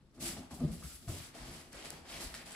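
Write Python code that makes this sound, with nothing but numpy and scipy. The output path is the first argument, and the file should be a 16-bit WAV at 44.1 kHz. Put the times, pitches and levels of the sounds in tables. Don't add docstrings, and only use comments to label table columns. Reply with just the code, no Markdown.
import sys
import numpy as np
from scipy import signal
from scipy.io import wavfile

SR = 44100
rng = np.random.default_rng(int(sys.argv[2]) if len(sys.argv) > 2 else 0)


def waveform_to_disk(signal):
    frames = np.transpose(np.atleast_2d(signal))
    scaled = np.clip(frames, -1, 1) * 32767
    samples = np.round(scaled).astype(np.int16)
    wavfile.write(sys.argv[1], SR, samples)


def nominal_scale(level):
    x = np.asarray(level, float) / 20
    return 10 ** x


N = 112455


def stroke_controls():
    # start_s, length_s, level_db, brightness_db, drumming_db
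    strokes = [(0.127, .04, -71.5, 3, 11.5), (0.158, .04, -71, -7, 26.5), (0.189, 0.032, -51, 6.5, 5.5),
               (.205, .04, -48.5, 6.5, 1.5), (0.237, 0.048, -44, 5.5, -5.5), (0.307, 0.03, -57.5, 2.5, 21),
               (0.353, 0.034, -58, 2, 13.5), (0.493, 0.015, -53.5, 1.5, 7.5), (0.522, 0.032, -63, 17.5, 13),
               (0.578, 0.066, -60, 1, 18), (0.697, 0.052, -59.5, 8.5, 4), (0.817, .14, -58.5, 8.5, -8),
               (1.065, 0.087, -52.5, 5, 4), (1.151, 0.11, -54, 3, -3.5), (1.329, 0.11, -54.5, -2, -0.5),
               (1.432, 0.11, -55.5, 1, 4), (1.517, 0.097, -56.5, 1, -1), (1.705, 0.0092, -57, -0.5, 1.5),
               (1.726, 0.14, -53.5, -2.5, -6.5), (1.83, 0.039, -53, 0, -2), (1.88, 0.099, -57, -2.5, -1),
               (2.189, 0.059, -48.5, 3.5, -2), (2.278, 0.095, -57.5, 0.5, -1.5),
               (2.326, 0.028, -51, 1.5, -5.5), (2.441, 0.18, -54, 0.5, -5)]
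    # start_s, length_s, level_db, brightness_db, drumming_db
    brushes = [
        (.41, 0.04, -65, -1, 4),
        (.66, 0.093, -62, 0.5, 12),
        (.78, 0.12, -62, 6, 8),
        (1.002, 0.16, -66, 6.5, 8.5),
        (1.325, 0.016, -66, -6, 7),
        (1.64, 0.11, -68.5, 2.5, 10.5),
        (2.05, 0.01, -56.5, -5, -1),
        (2.085, 0.125, -50.5, 0.5, -2),
        (2.38, 0.041, -57.5, -2.5, -3),
    ]
    stroke_attack_db_per_s, brush_attack_db_per_s = 1296, 418
    sag_db_per_s, release_db_per_s = 9, 198
    t = np.arange(N) / SR
    power = []
    for rows, attack in ((strokes, stroke_attack_db_per_s), (brushes, brush_attack_db_per_s)):
        for start_s, length_s, level_db, _, _ in rows:
            age = t - start_s
            rise_db = np.minimum(attack * (age - 0.02), 0)
            sag_db = sag_db_per_s * np.maximum(age, 0)
            release_db = release_db_per_s * np.maximum(age - length_s, 0)
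            power.append(nominal_scale(2 * (level_db + rise_db - sag_db - release_db)))
    power = np.array(power) + 1e-30
    total = power.sum(axis=0)
    rows = np.array(strokes + brushes)
    bright_db = rows[:, 3] @ power / total
    drum_db = rows[:, 4] @ power / total
    return np.sqrt(total), bright_db, drum_db


def grit():
    catches_per_s, spread_db = 7000, 2.5
    shape = (2, 2, N)
    sizes = nominal_scale(spread_db * np.minimum(rng.exponential(1, shape), 5))
    signs = rng.choice([-1, 1], shape)
    return rms_one(sizes * signs * (rng.random(shape) < catches_per_s / SR))


def friction(gain, bright_db):
    # freq_hz, density_db_per_hz
    grit_spectrum = [(300, -3.5), (700, -0.5), (1100, -4), (2200, -2.5), (4800, -8), (6500, -12.5),
                     (11000, -18.5), (15500, -23)]
    pivot_hz, tilt_share, left_db = 2880, 0.58, -1.0
    parts = list(bands(grit(), grit_spectrum, 305.0, patchy_db=1.1))
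    scale = np.sqrt(np.mean(sum(part for _, part in parts) ** 2))
    rub = 0
    for hz, part in parts:
        rub = rub + part * nominal_scale(tilt_share * bright_db * np.log2(hz / pivot_hz))
    return balance(left_db) * gain / scale * rub


def box(gain, drum_db):
    # peak_s, peak_db, pitch_hz, swell_s
    thumps = [(0.19, -52.5, 249, 0.022), (0.233, -44.5, 220, 0.013), (0.224, -52, 65, 0.008),
              (.265, -44.5, 338, 0.026), (.298, -43, 185, 0.0058), (0.33, -54, 66, 0.0098),
              (0.39, -51.5, 215, 0.024), (0.43, -68, 59.2, 0.0068), (0.53, -50.5, 73, 0.017),
              (0.72, -48, 168, 0.014), (0.63, -33, 242.5, 0.013), (0.65, -28.5, 157.3, 0.012),
              (.678, -40, 217, 0.0092), (0.647, -38, 76, 0.01), (0.65, -31, 318, 0.0031),
              (0.705, -40, 66, 0.0084), (0.744, -42.5, 170.7, 0.025), (0.79, -52, 82.6, 0.034),
              (.858, -44, 66, 0.017), (0.85, -44.5, 162, 0.0087), (2.325, -53, 59, 0.016),
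              (1.086, -47.5, 688, 0.0084), (.64, -46, 587, .01), (1.095, -46, 40, .012),
              (1.121, -48, 96, 0.011), (1.153, -43.5, 88, 0.02), (.95, -52.5, 61, 0.015),
              (2.03, -55.5, 79, .02), (1.42, -55, 130, 0.019), (.2, -56, 68, .015),
              (.598, -43.5, 170, 0.0093), (2.243, -48, 48, .01), (2.15, -53, 49, .025),
              (2.243, -49, 190, .006), (0.68, -52, 97, .008), (1.208, -50, 120, 0.0068),
              (1.424, -49.5, 47, 0.028), (1.49, -49, 84, 0.0048), (1.764, -55.5, 58, 0.018),
              (2.24, -60, 200, 0.018), (2.266, -42, 51, 0.0073), (0.71, -44, 215, 0.026)]
    # peak_s, peak_db, pitch_hz, swell_s
    dents = [
        (1.0795, -35, 118, 0.0039),
        (1.0974, -31.5, 94, 0.0049),
    ]
    # freq_hz, level_db, t60_s
    modes = [(45.3, -2, 0.12), (77.6, -6.5, 0.37), (116, -20, 0.3), (147, -5, 0.12), (160.2, -2, 0.14),
             (211.4, -4, 0.06), (233.4, -4.5, 0.088), (256, -1, 0.19), (313, -3.5, 0.052),
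             (344, -7.5, 0.16), (410.4, -10.5, 0.069), (568, -12.5, 0.08), (670, -9, 0.036),
             (824, -19.5, 0.024), (1206, -13, 0.016)]
    fall_per_swell, flex_to_ring_db, stroke_to_ring_db = 1.36, -57.5, -39
    t, flex = np.arange(N) / SR, np.zeros(N)
    for sign, rows in ((1, thumps), (-1, dents)):
        for peak_s, peak_db, hz, swell_s in rows:
            width_s = np.where(t < peak_s, swell_s, fall_per_swell * swell_s)
            bulge = np.exp(-((t - peak_s) / width_s) ** 2)
            flex += sign * nominal_scale(peak_db) * bulge * np.cos(2 * np.pi * hz * (t - peak_s))
    out = flex.copy()
    for hz, level_db, t60_s in modes:
        drumming = rng.standard_normal(N) * gain * nominal_scale(drum_db + stroke_to_ring_db) / np.sqrt(t60_s)
        out += nominal_scale(level_db) * ring(drumming + nominal_scale(flex_to_ring_db) * flex, hz, t60_s)
    return signal.sosfilt(signal.butter(2, 1500, fs=SR, output="sos"), out)


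def scuffs():
    # start_s, length_s, level_db, centre_hz, sharpness_q
    scuff_rows = [(0.364, 0.012, -52, 696, 1.3), (0.369, 0.013, -64, 1180, 4.7),
                  (0.382, 0.053, -62, 750, 1.9), (0.507, 0.015, -56.5, 980, 1.7),
                  (0.53, 0.011, -53.5, 730, 2.5), (0.576, .012, -58, 720, 3.3),
                  (.606, 0.022, -51, 430, 2.7), (0.61, 0.014, -54, 635, 4.1), (.645, .018, -56, 520, 3.5),
                  (.682, .03, -57.5, 540, 2.9), (0.818, 0.013, -60, 1220, 2),
                  (0.834, .025, -61.5, 1380, 1.5), (0.837, 0.011, -61, 660, 2.4),
                  (0.898, 0.041, -69.5, 1390, 3.4), (1.078, 0.016, -57, 1240, 3.0),
                  (1.091, 0.013, -53, 368, 2.5), (1.099, .009, -53, 700, 2.7),
                  (1.1, 0.029, -63.5, 1020, 5.3), (1.112, 0.038, -58, 373, 1.4), (1.14, .01, -61, 690, 3.5),
                  (1.16, 0.018, -55.5, 637, 3.5), (1.352, 0.014, -61, 686, 4.2),
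                  (1.73, 0.011, -59.5, 1800, 1.1), (2.084, 0.021, -57.5, 3200, 1),
                  (2.119, 0.055, -54, 2690, 1.4), (2.347, .012, -61, 2600, 1.0),
                  (2.388, 0.036, -59.5, 2210, 1.8), (2.513, 0.0035, -63, 7750, 3.7),
                  (2.523, 0.0071, -59, 8000, 5.0)]
    catches_per_s, attack_s, fall_s = 1500, 0.0015, 0.004
    t, out = np.arange(N) / SR, np.zeros(N)
    large = nominal_scale(2.1 * rng.exponential(1, N)) * (rng.random(N) < catches_per_s / SR)
    catches = rng.standard_normal(N) * (0.4 + large)
    for start_s, length_s, level_db, hz, sharpness_q in scuff_rows:
        b, a = signal.iirpeak(hz, sharpness_q, fs=SR)
        rise = np.clip((t - start_s) / attack_s, 0, 1)
        fall = np.exp(-np.maximum(t - start_s - length_s, 0) / fall_s)
        rasp = signal.lfilter(b, a, signal.lfilter(b, a, catches))
        out += nominal_scale(level_db) * rise * fall * rms_one(rasp)
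    return out


def snaps(gain):
    # peak_s, peak_db, ring_hz
    snap_rows = [(1.7305, -44, 6500), (1.7305, -45, 10500), (1.9047, -38, 15500), (.5095, -47, 1200),
                 (.84, -49, 2200), (1.8255, -42, 3000), (1.8572, -37, 2500), (1.8572, -41, 7000),
                 (1.9047, -35, 7000), (1.9047, -33, 11500), (2.342, -36, 2000), (2.342, -35, 3000),
                 (2.342, -36, 4200), (2.342, -40, 7900), (2.3508, -39, 3800), (2.3508, -37, 2300),
                 (2.3485, -41, 1800), (2.392, -44, 2000), (2.509, -44, 6700), (2.5207, -40, 7500),
                 (2.549, -38, 2000)]
    ring_cycles, lift_db = 5.0, 6
    crackle_per_s, crackle_db = 200, 9
    out = np.zeros(N)
    for peak_s, peak_db, hz in snap_rows:
        click = np.zeros(N)
        click[int(peak_s * SR)] = nominal_scale(peak_db + lift_db)
        out += signal.lfilter(*signal.iirpeak(hz, 1, fs=SR), ring(click, hz, ring_cycles / hz))
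    ticks = rng.standard_normal(N) * (rng.random(N) < crackle_per_s / SR)
    band = signal.butter(1, [1500, 7000], "band", fs=SR, output="sos")
    return out + signal.sosfilt(band, gain * nominal_scale(crackle_db) * ticks)


def room(x):
    t60_s, wall_cut_hz = 0.76, 6000
    out, dull = np.zeros((2, N)), np.exp(-2 * np.pi * wall_cut_hz / SR)
    lags = (rng.uniform(0.011, 0.04, 16) * SR).astype(int)
    for k, lag in enumerate(lags):
        loop, gain, state = x.copy(), nominal_scale(-60 * lag / SR / t60_s), [0.]
        for i in range(lag, N, lag):
            back, state = signal.lfilter([gain * (1 - dull)], [1, -dull], loop[i - lag:i], zi=state)
            loop[i:i + lag] += back[:N - i]
        out[k % 2] += (loop - x) * (-1) ** (k // 2)
    return out


def room_tone():
    # freq_hz, density_db_per_hz
    tone_spectrum = [(25, -1.5), (53, -13.5), (110, -8.5), (270, -12.5), (500, -25.5), (3500, -38),
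                     (7000, -49), (13000, -58.5)]
    noise = rng.standard_normal((2, 2, N))
    return rms_one(sum(part for _, part in bands(noise, tone_spectrum, 23.9, patchy_db=2.0)))


def bands(sources, spectrum, low_hz, patchy_db):
    # freq_hz, correlation
    likeness = [(100, 0.69), (350, 0.96), (700, 0.77), (1500, 0.3), (4000, 0.12)]
    edges_hz = low_hz * 2 ** np.arange(0, np.log2(16000 / low_hz) + 0.5, 0.5)
    edges_hz = np.minimum(edges_hz, 17000)
    warm_up = SR // 4
    for k, (low, high) in enumerate(zip(edges_hz, edges_hz[1:])):
        sos = signal.butter(2, [low, high], "band", fs=SR, output="sos")
        looped = np.tile(sources[k % 2], 2)[:, N - warm_up:]
        mid, side = signal.sosfilt(sos, looped)[:, warm_up:]
        hz = np.sqrt(low * high)
        alike = np.clip(at_hz(likeness, hz), -1, 1)
        gain = nominal_scale(at_hz(spectrum, hz) + patchy_db * drift(36.5))
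        stereo = np.sqrt(1 + alike) * mid + np.sqrt(1 - alike) * side * [[1], [-1]]
        yield hz, gain * stereo


def ring(clicks, hz, t60_s):
    r, w = nominal_scale(-60 / (t60_s * SR)), 2 * np.pi * hz / SR
    return signal.lfilter([0, np.sin(w)], [1, -2 * r * np.cos(w), r * r], clicks + 1e-18)


def drift(rate_hz):
    r = np.exp(-2 * np.pi * rate_hz * 40 / SR)
    noise = rng.standard_normal(N // 40 + 2002)
    slow = signal.lfilter([1], [1, -2 * r, r * r], noise)[2000:]
    return np.interp(np.arange(N) / 40, np.arange(len(slow)), rms_one(slow))


def at_hz(points, hz):
    table_hz, values = np.transpose(points)
    return np.interp(np.log(hz), np.log(table_hz), values)


def rms_one(x):
    return x / np.sqrt(np.mean(x ** 2) + 1e-20)


def balance(left_db):
    return nominal_scale(np.array([[0.5], [-0.5]]) * left_db)


def scene():
    room_db, tone_db, left_db = -14, -64, 1.53
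    gain, bright_db, drum_db = stroke_controls()
    rub = friction(gain, bright_db)
    body = box(gain, drum_db)
    edge = scuffs()
    ticks = snaps(gain)
    wet = room(rub.mean(axis=0) + nominal_scale(-16) * body + nominal_scale(-2.5) * edge + ticks)
    mix = rub + body + edge + ticks + nominal_scale(room_db) * wet + nominal_scale(tone_db) * room_tone()
    return mix * balance(left_db)


def low_pass(x):
    return signal.sosfilt(signal.butter(12, 16460, fs=SR, output="sos"), x)


def record(dry):
    # centre_hz, width_hz, lift_db
    ports = [
        [(10530, 1360, 14.5), (5160, 1100, 4.5)],
        [(7880, 625, 14.5), (4900, 1440, 4.5)],
    ]
    bottom_hz, top_hz, right_lag_samples = 30.4, 16050, 2
    out = dry.copy()
    for k, port in enumerate(ports):
        for hz, width_hz, lift_db in port:
            b, a = signal.iirpeak(hz, hz / width_hz, fs=SR)
            out[k] += (nominal_scale(lift_db) - 1) * signal.lfilter(b, a, out[k])
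    out[1] = np.pad(out[1], (right_lag_samples, 0))[:N]
    out = signal.sosfilt(signal.butter(2, bottom_hz, "high", fs=SR, output="sos"), out)
    out = signal.sosfilt(signal.cheby2(18, 60, top_hz, fs=SR, output="sos"), out)
    return low_pass(out)


dry = scene()
out = record(dry)
waveform_to_disk(out)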